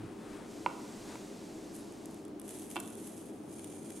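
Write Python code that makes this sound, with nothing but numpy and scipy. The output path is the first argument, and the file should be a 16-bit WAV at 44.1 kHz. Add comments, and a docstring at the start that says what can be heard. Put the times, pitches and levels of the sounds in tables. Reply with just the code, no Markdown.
"""Powder trickles from a scoop into a thin plastic bottle, close to a stereo microphone in a kitchen.
Grains hiss on the plastic, lumps tick, and the scoop knocks on the rim, ringing the bottle's modes.
Before the pour the bottle shifts in the hand with a soft rubbing hiss, and its wall pops, once loudly
and once faintly. The hard room answers the pops, knocks and ticks; an appliance hums behind it all."""
import sys
import numpy as np
from scipy import signal
from scipy.fft import rfft, irfft
from scipy.io import wavfile

SR = 44100
rng = np.random.default_rng(int(sys.argv[2]) if len(sys.argv) > 2 else 0)


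def wav_record(signal):
    """Record a signal, one row per channel, as 16-bit PCM in the file named by sys.argv[1]."""
    frames = np.transpose(np.atleast_2d(signal))
    bounded = np.clip(frames, -1, 1)
    # unit amplitude maps onto the largest positive 16-bit level
    quanta = np.round(bounded * 32767).astype(np.int16)
    wavfile.write(sys.argv[1], SR, quanta)


N = 176400

# the scoop knocks on the rim: (time [s], strength [dB])
RIM_KNOCKS = [(2.7588, -29), (2.7634, -32.5), (2.766, -22.5), (2.7686, -30.5), (2.777, -33), (2.788, -38)]
# likeness of left and right for the low sounds: (frequency [Hz], likeness [0-1])
ROOM_LIKENESS = [(60, 0.8), (150, 1), (300, 0.88), (700, 0.47), (2000, 0.54), (10000, 0.74)]


def from_db(db):
    """Decibels to gain."""
    return 10 ** (np.asarray(db) / 20)


def rms_one(x):
    """Scale to rms 1."""
    return x / np.sqrt(np.mean(x ** 2) + 1e-20)


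def seconds():
    """Time of every sample."""
    return np.arange(N) / SR


def level(rows):
    """Gain over time from (time [s], level [dB]) rows."""
    return from_db(np.interp(seconds(), *np.transpose(rows)))


def per_bin(points):
    """A table over log frequency, read at every FFT bin."""
    hz, value = np.transpose(points)
    return np.interp(np.log(np.arange(N // 2 + 1) * SR / N + 1e-6), np.log(hz), value)


def colour(x, spectrum):
    """Minimum-phase filter shaped by (frequency [Hz], gain [dB]) rows."""
    cepstrum = irfft(np.log(from_db(per_bin(spectrum))), N)
    cepstrum[1:N // 2] *= 2
    cepstrum[N // 2 + 1:] = 0
    return irfft(rfft(x) * np.exp(rfft(cepstrum)), N)


def stereo(pair, likeness):
    """Two unrelated signals as middle and side of a left-right pair."""
    alike = np.clip(per_bin(likeness), 0, .995)
    mid, side = irfft(rfft(pair) * np.sqrt([1 + alike, 1 - alike]), N)
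    return np.array([mid + side, mid - side])


def pan(left_db):
    """Channel gains that put the left left_db above the right."""
    return from_db(left_db * np.array([[.5], [-.5]]))


def noise(spectrum, likeness):
    """Coloured stereo noise of rms 1."""
    return rms_one(colour(stereo(rng.standard_normal((2, N)), likeness), spectrum))


def drift(rate_hz):
    """Slow random motion of spread 1."""
    hz = np.arange(N // 2 + 1) * SR / N
    return rms_one(irfft(rfft(rng.standard_normal(N)) / (1 + (hz / rate_hz) ** 2), N))


def swell(s, db, half_s):
    """A smooth rise and fall around time s."""
    return from_db(db) * np.exp(-.5 * ((seconds() - s) / half_s) ** 2)


def clicks(rows):
    """One impulse for each (time [s], level [dB]) row."""
    out = np.zeros(N)
    for s, db in rows:
        out[int(np.clip(s * SR, 0, N - 1))] += from_db(db)
    return out


def fade(impulses, t60):
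    """An envelope that jumps at each impulse and dies away."""
    return signal.lfilter([1], [1, -np.exp(-np.log(1000) / (t60 * SR))], impulses + 1e-18)


def ring(x, hz, t60):
    """A unit click sets a sine of height 1 ringing."""
    radius, angle = from_db(-60 / (t60 * SR)), 2 * np.pi * hz / SR
    return signal.lfilter([0, np.sin(angle)], [1, -2 * radius * np.cos(angle), radius ** 2], x + 1e-18)


def dying_noise(t60):
    """Two unrelated noises that die away."""
    return rng.standard_normal((2, N)) * np.exp(-np.log(1000) * seconds() / t60)


def appliance(waver=0.4, waver_hz=5.2, fan_db=-47.5):
    """Farther off in the room, an appliance: wavering hum lines over low fan noise."""
    hum_lines = [(49.5, -74.5), (99, -69), (226, -62.5), (296, -56), (327.5, -54.5), (394, -61.5),
                 (542, -68.5)]  # (frequency [Hz], level [dB])
    fan_colour = [(20, -44), (65, -25), (95, -17), (140, -11.5), (175, -9), (215, -1.5), (255, -5.5),
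                  (310, -3.5), (365, -7), (410, -4.5), (480, -14), (700, -15), (1000, -22.5), (1700, -31.5),
                  (4000, -38.5), (9000, -43), (15000, -53)]  # (frequency [Hz], gain [dB])
    hum = 0
    for hz, db in hum_lines:
        wavering = 1 + waver * (drift(waver_hz) + 1j * drift(waver_hz))
        tone = np.exp(2j * np.pi * (hz * seconds() + rng.random()))
        hum += from_db(db) * np.sqrt(2) * np.real(wavering * tone)
    return hum / np.sqrt(1 + 2 * waver ** 2) + from_db(fan_db) * noise(fan_colour, ROOM_LIKENESS)


def kitchen(x, early_db=9, build_s=0.0032, gain_db=-5.5):
    """Dense early reflections from counter and cupboards, then the tail of a hard-walled room."""
    room_colour = [(650, 3), (950, -5.5), (1220, 1.5), (1430, 2), (2200, -8), (3100, -2), (4200, -2),
                   (10000, -10)]  # (frequency [Hz], gain [dB])
    tail_likeness = [(300, .85), (700, 0.52), (4000, 0.91)]  # (frequency [Hz], left-right likeness [0-1])
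    reflections = dying_noise(t60=0.71) + from_db(early_db) * dying_noise(t60=0.06)
    response = stereo(reflections, tail_likeness) * (1 - np.exp(-seconds() / build_s))
    response = colour(rms_one(response) / np.sqrt(N), room_colour)
    return from_db(gain_db) * signal.fftconvolve(x, response, axes=1)[:, :N]


def rubbing():
    """The hand slides on the bottle with a hiss; the arm swishes to the left and the grip bumps dully."""
    hiss_level = [(0, -78), (0.2, -65), (0.33, -61), (0.43, -64.5), (0.52, -56), (0.72, -56.5),
                  (0.9, -54.5), (1.14, -53.5), (1.32, -56.5), (1.6, -57.5), (1.95, -59), (2.18, -62),
                  (2.33, -77), (2.5, -91)]  # (time [s], level [dB])
    likeness = [(1200, 0.97), (6000, 1), (10000, 0.79)]  # (frequency [Hz], left-right likeness [0-1])
    # movements of arm and hand: (time [s], level [dB], half length [s])
    arm_moves = [(0.034, -57, 0.086), (0.344, -53.5, 0.11), (1.118, -52, 0.045)]
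    grip_shift = (0.028, -50.5, 0.06)
    # tone of each noise: (frequency [Hz], gain [dB])
    hiss_colour = [(700, 7.5), (1500, 1.5), (3200, 0), (4500, 1), (6500, 1.5), (8000, 1), (10000, -4.5),
                   (12500, -10), (15500, -24)]
    swish_colour = [(400, 4), (900, 4.5), (1400, 2), (2200, -3.5), (4000, -10), (6000, -16), (9500, -10.5),
                    (14000, -32)]
    bump_colour = [(40, -30), (95, 4.5), (150, 2), (500, -54)]
    hiss = level(hiss_level) * noise(hiss_colour, likeness)
    swishes = sum(swell(*move) for move in arm_moves) * noise(swish_colour, likeness)
    bump = swell(*grip_shift) * noise(bump_colour, ROOM_LIKENESS)
    return hiss + swishes * pan(left_db=4) + bump


def bottle(radiates_above_hz=407, contact_hz=3040, echo_s=0.002206, echo_db=-11.5):
    """Wall pops and rim knocks ring the same modes with different strengths; the counter echoes them."""
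    # the bottle's modes: (frequency [Hz], gain for a pop [dB], gain for a knock [dB], t60 [s])
    modes = [(210, -13, -21, 0.067), (347, -17, -12, 0.082), (750, -38, -12.5, 0.017),
             (983, -1.5, -10, 0.031), (1132, -4, -5.5, 0.01), (1414, -17.5, -17.5, 0.04),
             (2173, -5.5, -11.5, 0.0072), (2480, -8.5, -11.5, 0.0077), (2684, -20, -6.5, 0.01),
             (3100, -31, -14, 0.014), (3970, -15, -30, 0.0046)]
    # the wall pops under the fingers: (time [s], strength [dB])
    wall_pops = [(0.6621, -18.5), (1.156, -40)]
    pops, knocks = clicks(wall_pops), clicks(RIM_KNOCKS)
    body = sum(ring(pops * from_db(pop_db) + knocks * from_db(knock_db), hz, t60)
               for hz, pop_db, knock_db, t60 in modes)
    band = signal.butter(2, [radiates_above_hz, contact_hz], "band", fs=SR, output="sos")
    body = signal.sosfilt(band, body)
    return body + from_db(echo_db) * np.interp(seconds() - echo_s, seconds(), body)


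def snap(rows, spectrum, t60, rattle_db):
    """A click for each (time [s], strength [dB]) row, followed by a few milliseconds of rattle."""
    likeness = [(2000, 0.68), (8500, 0.49), (10500, 0.81)]  # (frequency [Hz], left-right likeness [0-1])
    snaps = clicks(rows)
    rattle = from_db(rattle_db) * rng.standard_normal((2, N)) * fade(snaps, t60)
    return colour(snaps + stereo(rattle, likeness) / np.sqrt(2), spectrum)


def ticks(knock_crack_db=-2.5):
    """Plastic and lumps of powder tick brightly; both ticks and knocks make the thin wall crack."""
    tick_events = [(1.1554, -54, -43), (1.751, -41, -55), (1.764, -42, -54), (1.808, -45, -62),
                   (1.923, -45, -52), (2.057, -37, -56), (2.11, -47, -60), (2.144, -44, -54),
                   (2.251, -44, -48), (2.281, -50, -50), (2.3975, -38, -42.5), (2.416, -39, -48),
                   (2.480, -38, -44), (2.4913, -36, -44), (2.554, -45, -50), (2.7025, -40, -49),
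                   (2.713, -34.5, -43), (2.758, -35, -53), (2.766, -45, -55), (2.801, -29, -38),
                   (2.805, -43, -42), (2.876, -37, -52), (2.902, -43, -60), (2.953, -40.5, -46),
                   (3.0735, -39.5, -43), (3.594, -43, -38), (3.644, -35, -37), (3.9046, -38, -40)]  # (time [s], bright snap [dB], wall crack [dB])
    # tone of a snap and of a crack: (frequency [Hz], gain [dB])
    snap_colour = [(500, -15), (1500, -9), (5000, -8.5), (7000, 0.5), (10000, 7.5), (12000, 0.5),
                   (15000, -28)]
    crack_colour = [(400, -32), (1100, -4), (1800, 2), (2700, 2), (3500, 3.5), (4400, -9), (10000, -18),
                    (14000, -20)]
    bright = [(s, db) for s, db, _ in tick_events]
    cracks = [(s, db) for s, _, db in tick_events] + [(s, db + knock_crack_db) for s, db in RIM_KNOCKS]
    return (snap(bright, snap_colour, t60=0.012, rattle_db=-2.5)
            + snap(cracks, crack_colour, t60=0.015, rattle_db=-5))


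def powder(grains_per_s=9800, spread_db=3.5, clump_db=1.84, clump_hz=28, crumbs_per_s=41, crumb_db=-2):
    """Clumped grains and a few crumbs hit the plastic; narrow resonances emerge as the scoop empties."""
    flow = [(1.70, -79), (1.755, -54), (1.84, -68), (2.0, -78), (2.11, -64.5), (2.22, -73), (2.39, -90),
            (2.43, -66), (2.468, -57), (2.495, -51), (2.63, -53.5), (2.80, -53), (2.97, -57), (3.07, -54),
            (3.22, -58.5), (3.44, -68.5), (3.53, -56), (3.63, -53), (3.75, -57), (4.0, -54)]  # (time [s], level [dB])
    likeness = [(2000, 0.9), (6500, 0.6), (9000, 0.12), (10500, 1)]  # (frequency [Hz], left-right likeness [0-1])
    # powder on plastic, early and late in the pour: (frequency [Hz], gain [dB])
    pour_colour = [(900, -15), (3400, -7.5), (4600, -12.5), (5700, -9), (6450, -3), (7150, -6),
                   (7750, -1.5), (8600, 0.5), (9350, 0), (11300, -2.5), (12500, -12.5), (15500, -34)]
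    trickle_colour = [(1900, -15), (3000, -13.5), (6000, -9), (7500, -3.5), (8200, -6.5), (9400, -1.5),
                      (10500, -7), (11300, -7), (15500, -32)]
    # resonances rung by the last thin trickle: (frequency [Hz], width [Hz], lift [dB])
    trickle_rings = [(2370, 170, 10.5), (3280, 180, 8.5), (6450, 190, 8), (8600, 160, 9), (9450, 330, 6.5),
                     (10050, 200, 4)]
    # the pour gives way to the trickle: (start [s], end [s])
    thinning = (3.1, 3.6)
    impacts = rng.random((2, N)) < grains_per_s / SR
    sizes = from_db(spread_db * np.minimum(rng.exponential(1, (2, N)), 5))
    signs = rng.choice([-1, 1], (2, N))
    grains = stereo(impacts * sizes * signs, likeness) * from_db(clump_db * drift(clump_hz))
    crumb_impacts = (rng.random(N) < crumbs_per_s / SR) * rng.uniform(0.35, 1, N)
    crumbs = from_db(crumb_db) * fade(crumb_impacts, t60=0.013)
    pour = colour(grains * (1 + crumbs), pour_colour)
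    trickle = colour(grains, trickle_colour)
    for hz, width_hz, lift_db in trickle_rings:
        resonance = signal.lfilter(*signal.iirpeak(hz, hz / width_hz, fs=SR), trickle)
        trickle = trickle + (from_db(lift_db) - 1) * resonance
    late = np.interp(seconds(), thinning, [0, 1])
    return level(flow) * ((1 - late) * rms_one(pour) + late * rms_one(trickle))


def scene():
    """The bottle is close, a little right of the microphone; its hits excite the room."""
    hits = bottle() * pan(left_db=-3.5) + ticks()
    return hits + kitchen(hits) + powder() * pan(left_db=-1) + rubbing() + appliance() * pan(left_db=1)


def record(dry):
    """The treble is cut steeply at the top of the microphone's range."""
    cutoff_hz = 15800
    return signal.sosfilt(signal.ellip(10, .1, 70, cutoff_hz, fs=SR, output="sos"), dry)


dry = scene()
out = record(dry)
wav_record(out)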